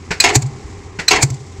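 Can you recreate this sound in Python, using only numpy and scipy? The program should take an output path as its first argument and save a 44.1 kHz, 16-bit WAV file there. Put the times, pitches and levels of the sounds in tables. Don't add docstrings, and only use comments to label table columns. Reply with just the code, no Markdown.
import sys
import numpy as np
from scipy import signal
from scipy.fft import rfft, irfft
from scipy.io import wavfile
from scipy.ndimage import uniform_filter1d

SR = 44100
rng = np.random.default_rng(int(sys.argv[2]) if len(sys.argv) > 2 else 0)


def to_wav(s):
    ch = np.atleast_2d(s).T
    pcm = np.round(np.clip(ch, -1, 1) * 32767)
    wavfile.write(sys.argv[1], SR, pcm.astype(np.int16))


N = 70560


# start in seconds, level in dB,
# time until the slap in seconds, ringing of the cylinder in dB.
RAM_CLACKS = [(0.105, -20, 0.0085, 3), (0.9869, -23, 0.0089, -4)]
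# pitch in Hz, level in dB, t60 in seconds.
CYLINDER_MODES = [(426.6, -2.5, 0.055), (865, -6, 0.07), (1523, -5.5, 0.092), (2250, -11, 0.12),
                  (2660, -12, 0.043)]
# frequency in Hz, gain in dB.
SCRAPE_SPECTRUM = [(70, 1), (200, 0), (430, 0.5), (570, -2), (800, -0.5), (1200, -3), (1550, 5.5),
                   (2450, 2.5), (3300, -7), (4600, -4.5), (7500, -10.5), (16000, -38)]

# start in seconds, level in dB, settled pitch of the main ring in Hz,
# its start above that pitch in Hz, level of the other modes in dB, crack in dB, sizzle in dB.
ANVIL_STRIKES = [(0.2009, -4, 4073, 1020, 4, -18, -12), (1.081, -3, 4070, 306, -7.5, -11.5, -14)]
# mean pitch in Hz, level in dB, t60 in seconds.
ANVIL_MODES = [(2470, -11.5, 0.096), (4700, -16, 0.077), (5130, -13, 0.021), (6440, -12.5, 0.018),
               (7200, -14, 0.032), (7870, -6.5, 0.018)]
# frequency in Hz, gain in dB.
CRACK_SPECTRUM = [(200, -11), (900, -1.5), (1800, 0), (2600, 5.5), (3400, -6), (4400, 6), (5500, 0.5),
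                  (7500, 1.5), (16000, -29)]
# start in seconds, level in dB,
# hold in seconds, mean pitch in Hz.
HIGH_CHIRPS = [(0.289, -28, 0.0084, 7900), (1.0776, -10, 0.0005, 5980), (1.108, -11, 0.002, 6560)]

# start in seconds,
# level in dB, ringing of the frame in dB, time held until it is damped in seconds.
CHARGE_BANGS = [(0.2384, -7.5, 3.5, 0.13), (0.287, -16.5, -19, 0.012), (1.1073, -6.5, 2.5, 0.13),
                (1.157, -16.5, -2, 0.013)]
# frequency in Hz, gain in dB.
BLAST_SPECTRUM = [(100, -10), (230, -7), (430, 4), (560, -13.5), (730, 2.5), (1020, -2.5), (1250, -8.5),
                  (1550, -4.5), (2000, 4), (2350, 2.5), (2850, -1.5), (3500, -2.5), (4150, -2.5),
                  (5700, -3.5), (6600, 1), (8000, -10), (16000, -29)]
# frequency in Hz, t60 in seconds.
BLAST_DECAY = [(300, 1), (900, 0.56), (2200, 0.36), (4500, 0.19), (12000, 0.11)]
# mean pitch in Hz, level in dB, t60 in seconds before the final damping.
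FRAME_MODES = [(326, -18.5, 0.5), (416.6, -18, 1), (701, -14, 0.24), (759, -17.5, 0.32), (807, -22.5, 1),
               (974, -15.5, 0.27), (1030, -13, 0.14), (1352, -16, 0.2), (2213, -10, 0.25),
               (2690, -8.5, 0.18), (2848, -17, 0.23), (4390, -17.5, 0.28), (5226, -17.5, 0.17),
               (6480, -23, 0.17)]

# opening in seconds, level in dB, hold in seconds,
# leak before the ports open in dB.
PORT_SPITS = [(0.3531, -5.5, 0.0051, -7.5), (0.42, -25, 0.0056, -12.5), (0.463, -40, 0.003, -2),
              (1.2268, -7, 0.0041, -4.5), (1.301, -26, 0.0016, -19), (1.341, -40.5, 0.004, -3.5)]
# frequency in Hz, gain in dB.
SPIT_SPECTRUM = [(120, -14), (280, 6), (560, -16), (800, -6.5), (1200, -13.5), (1800, -12), (2280, 0.5),
                 (2800, -19.5), (3800, -10.5), (4500, -3), (5300, -8), (7300, 2.5), (8500, -9.5),
                 (16000, -25)]
# start in seconds, level in dB, rise in seconds,
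# hold in seconds, collapse in seconds, starting pitch in Hz.
GAS_BOOMS = [(0.358, -5, 0.01, 0.001, 0.065, 94), (0.403, -23, 0.0072, 0.004, 0.05, 126),
             (0.425, -13, 0.015, 0.0086, 0.091, 98.6), (0.515, -28, 0.015, 0.0026, 0.092, 109),
             (1.231, -6, 0.0059, 0.001, 0.065, 97), (1.276, -23, 0.0099, 0.0065, 0.038, 120),
             (1.303, -14.5, 0.012, 0.011, 0.07, 100), (1.385, -29, 0.014, 0.0083, 0.1, 103)]

# start in seconds, level in dB, pitch in Hz.
DULL_THUDS = [(0.635, -28, 59.5), (1.135, -26, 61), (1.584, -23, 81.5)]

# frequency in Hz, t60 in seconds.
SITE_DECAY = [(150, 0.71), (600, 1), (2500, 0.097), (9000, 0.23)]

# time in seconds, drone change in dB, hiss change in dB.
ENGINE_LEVEL_MOVES = [(0, -1.5, -3.5), (.65, 0, 0.5), (.92, -1, -4), (1.35, -4, 0.5), (1.6, -2.5, -0.5)]
# frequency in Hz, gain in dB.
CLATTER_SPECTRUM = [(20, -20), (55, -5), (95, 1.5), (170, -9), (270, -8.5), (440, -11.5), (490, -16.5),
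                    (600, -23), (790, -21), (1050, -16.5), (1500, -27), (2100, -21.5), (3000, -32),
                    (16000, -73)]
# centre in Hz, half-width at half amplitude in Hz,
# rms level in dB before the level moves.
HOUSING_RESONANCES = [(394.2, 14.3, -43.5), (788, 25, -51)]
# frequency in Hz, gain in dB.
HISS_SPECTRUM = [(1500, -32), (3000, -4.5), (5000, 0), (7400, 1), (16000, -33)]

# frequency in Hz, gain in dB.
MICROPHONE_RESPONSE = [(8050, 0), (8700, -6.5), (11000, -8)]

CLACK_RISE_S, CLACK_T60_S = 0.0052, 0.15
CLACK_TAIL_DB, CLACK_TAIL_T60_S = -19, 1
SLAP_DB, SLAP_RISE_S, SLAP_T60_S = -0.5, 0.0017, 0.076
KNOCK_DB, KNOCK_HZ, KNOCK_T60_S = 3.5, 171, 0.049

STRIKE_RISE_S, STRIKE_HOLD_S, MAIN_T60_S = 0.0022, 0.0058, 0.022
SETTLE_S = 0.00141
MAIN_WAVER, MODE_WAVER = 0.012, 0.0082
CONTACT_DB, CONTACT_HZ, CONTACT_T60_S = -3, 1895, 0.0076
CRACK_T60_S, SIZZLE_T60_S = 0.023, 0.41
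REBOUND_S, REBOUND_DB, REBOUND_T60_S = 0.0087, -13.5, 0.0085

CHIRP_WAVER = 0.02
CHIRP_RISE_S, CHIRP_T60_S = 0.0088, 0.011

BANG_RISE_S, VENT_T60_S = 0.0032, 0.082
RATTLES_PER_S, RATTLE_SHARE = 2400, 0.3
BANG_LUMPS_DB, BANG_PATCHES_DB = 0.5, 3
FRAME_WAVER_HZ = 5

SPIT_RISE_S, SPIT_T60_S = 0.0014, 0.036
SPIT_TAIL_DB, SPIT_TAIL_T60_S = -11.5, 0.066
LEAK_SWELL_S = 0.0072

BOOM_TOP_HZ, BOOM_GLIDE_PER_RISE = 145.2, 2.1
PUSH_DB, PUSH_HZ, PUSH_T60_S = -19, 58.4, 0.12
THUD_RISE_S, THUD_T60_S = 0.0092, 0.3

SITE_DB, SITE_BUILD_S = -23.5, 0.0097

FIRING_HZ, FIRING_DB, CLATTER_DB, HISS_DB = 86.8, -39.5, -35.5, -47.5
SPEED_WANDER, ENGINE_PULSING = 0.035, 0.19
HISS_FLUTTER_DB = 1.2

OVERLOAD = 0.94
EDGE_HZ = 15850


def clack(db, slap_s, ring_db):
    shape = envelope(CLACK_RISE_S, 0, CLACK_T60_S)
    shape += amp(CLACK_TAIL_DB) * envelope(CLACK_RISE_S, 0, CLACK_TAIL_T60_S)
    add(shape, slap_s, amp(SLAP_DB) * envelope(SLAP_RISE_S, 0, SLAP_T60_S))
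    scrape = noise(SCRAPE_SPECTRUM) * shape
    knock = amp(KNOCK_DB) * tone(KNOCK_HZ) * envelope(CLACK_RISE_S, 0, KNOCK_T60_S)
    ring = sum(amp(level) * tone(hz) * envelope(slap_s, 0, t60) for hz, level, t60 in CYLINDER_MODES)
    return amp(db) * (knock + scrape + amp(ring_db) * ring)


def strike(db, main_hz, sharp_hz, others_db, crack_db, sizzle_db):
    t = clock()
    snap_rise = STRIKE_RISE_S / 2
    contact = amp(CONTACT_DB) * np.sin(2 * np.pi * CONTACT_HZ * t) * envelope(snap_rise, 0, CONTACT_T60_S)

    pitch = main_hz * (1 + MAIN_WAVER * wander(500)) + sharp_hz * np.exp(-t / SETTLE_S)
    main = tone(pitch) * envelope(STRIKE_RISE_S, STRIKE_HOLD_S, MAIN_T60_S)
    others = np.zeros(N)
    for hz, level, t60 in ANVIL_MODES:
        rough_tone = tone(hz * (1 + MODE_WAVER * wander(160)))
        others += amp(level) * rough_tone * envelope(STRIKE_RISE_S, STRIKE_HOLD_S, t60)

    crack = amp(crack_db) * envelope(snap_rise, STRIKE_HOLD_S, CRACK_T60_S)
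    add(crack, REBOUND_S, amp(REBOUND_DB) * envelope(snap_rise, 0, REBOUND_T60_S))
    sizzle = amp(sizzle_db) * envelope(STRIKE_RISE_S, 0, SIZZLE_T60_S)
    spray = np.hypot(crack, sizzle) * noise(CRACK_SPECTRUM)
    return amp(db) * (contact + main + amp(others_db) * others + spray)


def bang(db, ring_db, length):
    rattle = np.sqrt(RATTLE_SHARE) * grains(RATTLES_PER_S)
    rush = np.sqrt(1 - RATTLE_SHARE) * rng.standard_normal(N)
    drive = (rattle + rush) * amp(BANG_LUMPS_DB * wander(94))
    blast = evened(colour(patchy(drive, BANG_PATCHES_DB), BLAST_SPECTRUM))
    blast = die_away(blast, BLAST_DECAY)
    ring = np.zeros(N)
    for hz, level, t60 in FRAME_MODES:
        ring += amp(level) * tone(hz + FRAME_WAVER_HZ * wander(48)) * envelope(2 * BANG_RISE_S, 0, t60)
    return amp(db) * (blast + amp(ring_db) * ring) * envelope(BANG_RISE_S, length, VENT_T60_S)


def spit(s, db, hold, leak_db):
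    shape = amp(leak_db) * np.exp(-abs(clock() - s) / LEAK_SWELL_S)
    burst = envelope(SPIT_RISE_S, hold, SPIT_T60_S)
    tail = amp(SPIT_TAIL_DB) * envelope(SPIT_RISE_S, hold, SPIT_TAIL_T60_S)
    add(shape, s, np.maximum(burst, tail))
    return amp(db) * shape * noise(SPIT_SPECTRUM)


def boom(db, rise, hold, collapse, start_hz):
    t = clock()
    hz = BOOM_TOP_HZ + (start_hz - BOOM_TOP_HZ) * np.exp(-t / (BOOM_GLIDE_PER_RISE * rise))
    falling = np.maximum(t - rise - hold, 0) / collapse
    shape = np.minimum(t / rise, 1) * np.exp(-np.log(1000) * falling ** 2)
    swing = -np.sin(2 * np.pi * np.cumsum(hz) / SR) * shape
    push = np.sin(2 * np.pi * PUSH_HZ * t) * envelope(rise, 0, PUSH_T60_S)
    return amp(db) * (swing + amp(PUSH_DB) * push)


def chirp(db, hold, hz):
    note = tone(hz * (1 + CHIRP_WAVER * wander(280)))
    return amp(db) * note * envelope(CHIRP_RISE_S, hold, CHIRP_T60_S)


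def thud(db, hz):
    return amp(db) * np.sin(2 * np.pi * hz * clock()) * envelope(THUD_RISE_S, 0, THUD_T60_S)


def site(x):
    tail = die_away(rng.standard_normal(N), SITE_DECAY) * np.minimum(clock() / SITE_BUILD_S, 1)
    return amp(SITE_DB) * signal.fftconvolve(x, tail / np.linalg.norm(tail))[:N]


def engine():
    firing = tone(FIRING_HZ * (1 + SPEED_WANDER * wander(32)))
    clatter = evened(noise(CLATTER_SPECTRUM) * (1 + ENGINE_PULSING * firing))
    f = np.fft.rfftfreq(N, 1 / SR)
    housing = np.zeros(N)
    for hz, width, db in HOUSING_RESONANCES:
        peak = 1 / (1 + ((f - hz) / width) ** 2)
        housing += amp(db) * evened(irfft(rfft(rng.standard_normal(N)) * peak, N))

    s, drone_moves, hiss_moves = np.transpose(ENGINE_LEVEL_MOVES)
    drone = amp(FIRING_DB) * evened(firing) + amp(CLATTER_DB) * clatter + housing
    drone = drone * amp(np.interp(clock(), s, drone_moves))
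    hiss_db = HISS_DB + np.interp(clock(), s, hiss_moves) + HISS_FLUTTER_DB * wander(46)
    return drone + amp(hiss_db) * noise(HISS_SPECTRUM)


def amp(db):
    return 10 ** (np.asarray(db) / 20)


def evened(x):
    return x / np.sqrt(np.mean(x ** 2) + 1e-20)


def read(points, hz):
    f, value = np.transpose(points)
    return np.interp(np.log(hz + 1), np.log(f + 1), value)


def add(mix, s, sound):
    part = mix[max(round(s * SR), 0):][:len(sound)]
    part += sound[:len(part)]


def clock():
    return np.arange(N) / SR


def colour(x, points):
    gain = amp(read(points, np.fft.rfftfreq(2 * N, 1 / SR)))
    return irfft(rfft(x, 2 * N) * gain)[:N]


def noise(points):
    return evened(colour(rng.standard_normal(N), points))


def envelope(rise, hold, t60):
    t = clock()
    return np.minimum(t / rise, 1) * np.exp(-np.log(1000) * np.maximum(t - rise - hold, 0) / t60)


def die_away(x, decay):
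    hz, t, z = signal.stft(x, SR, nperseg=256)
    fall = np.exp(-np.log(1000) * t / read(decay, hz)[:, None])
    return signal.istft(z * fall, SR)[1][:N]


def tone(hz):
    return np.sin(2 * np.pi * (np.cumsum(hz * np.ones(N)) / SR + rng.random()))


def wander(rate_hz):
    hz = np.fft.rfftfreq(N, 1 / SR)
    weight = (hz > 0) / (1 + (hz / rate_hz) ** 4)
    return evened(irfft(rfft(rng.standard_normal(N)) * weight, N))


def patchy(x, db):
    z = signal.stft(x, nperseg=512)[2]
    field = evened(uniform_filter1d(rng.standard_normal(z.shape), size=6, axis=1))
    return signal.istft(z * amp(db * field))[1][:N]


def grains(per_s):
    return evened(rng.standard_normal(N) * (rng.random(N) < per_s / SR))


def scene():
    hammer = np.zeros(N)
    events = ((clack, RAM_CLACKS), (strike, ANVIL_STRIKES), (bang, CHARGE_BANGS),
              (chirp, HIGH_CHIRPS), (boom, GAS_BOOMS), (thud, DULL_THUDS))
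    for source, table in events:
        for s, *row in table:
            add(hammer, s, source(*row))
    for row in PORT_SPITS:
        hammer += spit(*row)
    mono = hammer + site(hammer) + engine()
    return np.array([mono, mono])


def record(dry):
    coloured = [colour(channel, MICROPHONE_RESPONSE) for channel in dry]
    clipped = np.clip(coloured, -OVERLOAD, OVERLOAD)
    lowpass = signal.firwin(511, EDGE_HZ, window=("kaiser", 9), fs=SR)
    return signal.oaconvolve(clipped, lowpass[None], "same")


dry = scene()
out = record(dry)
to_wav(out)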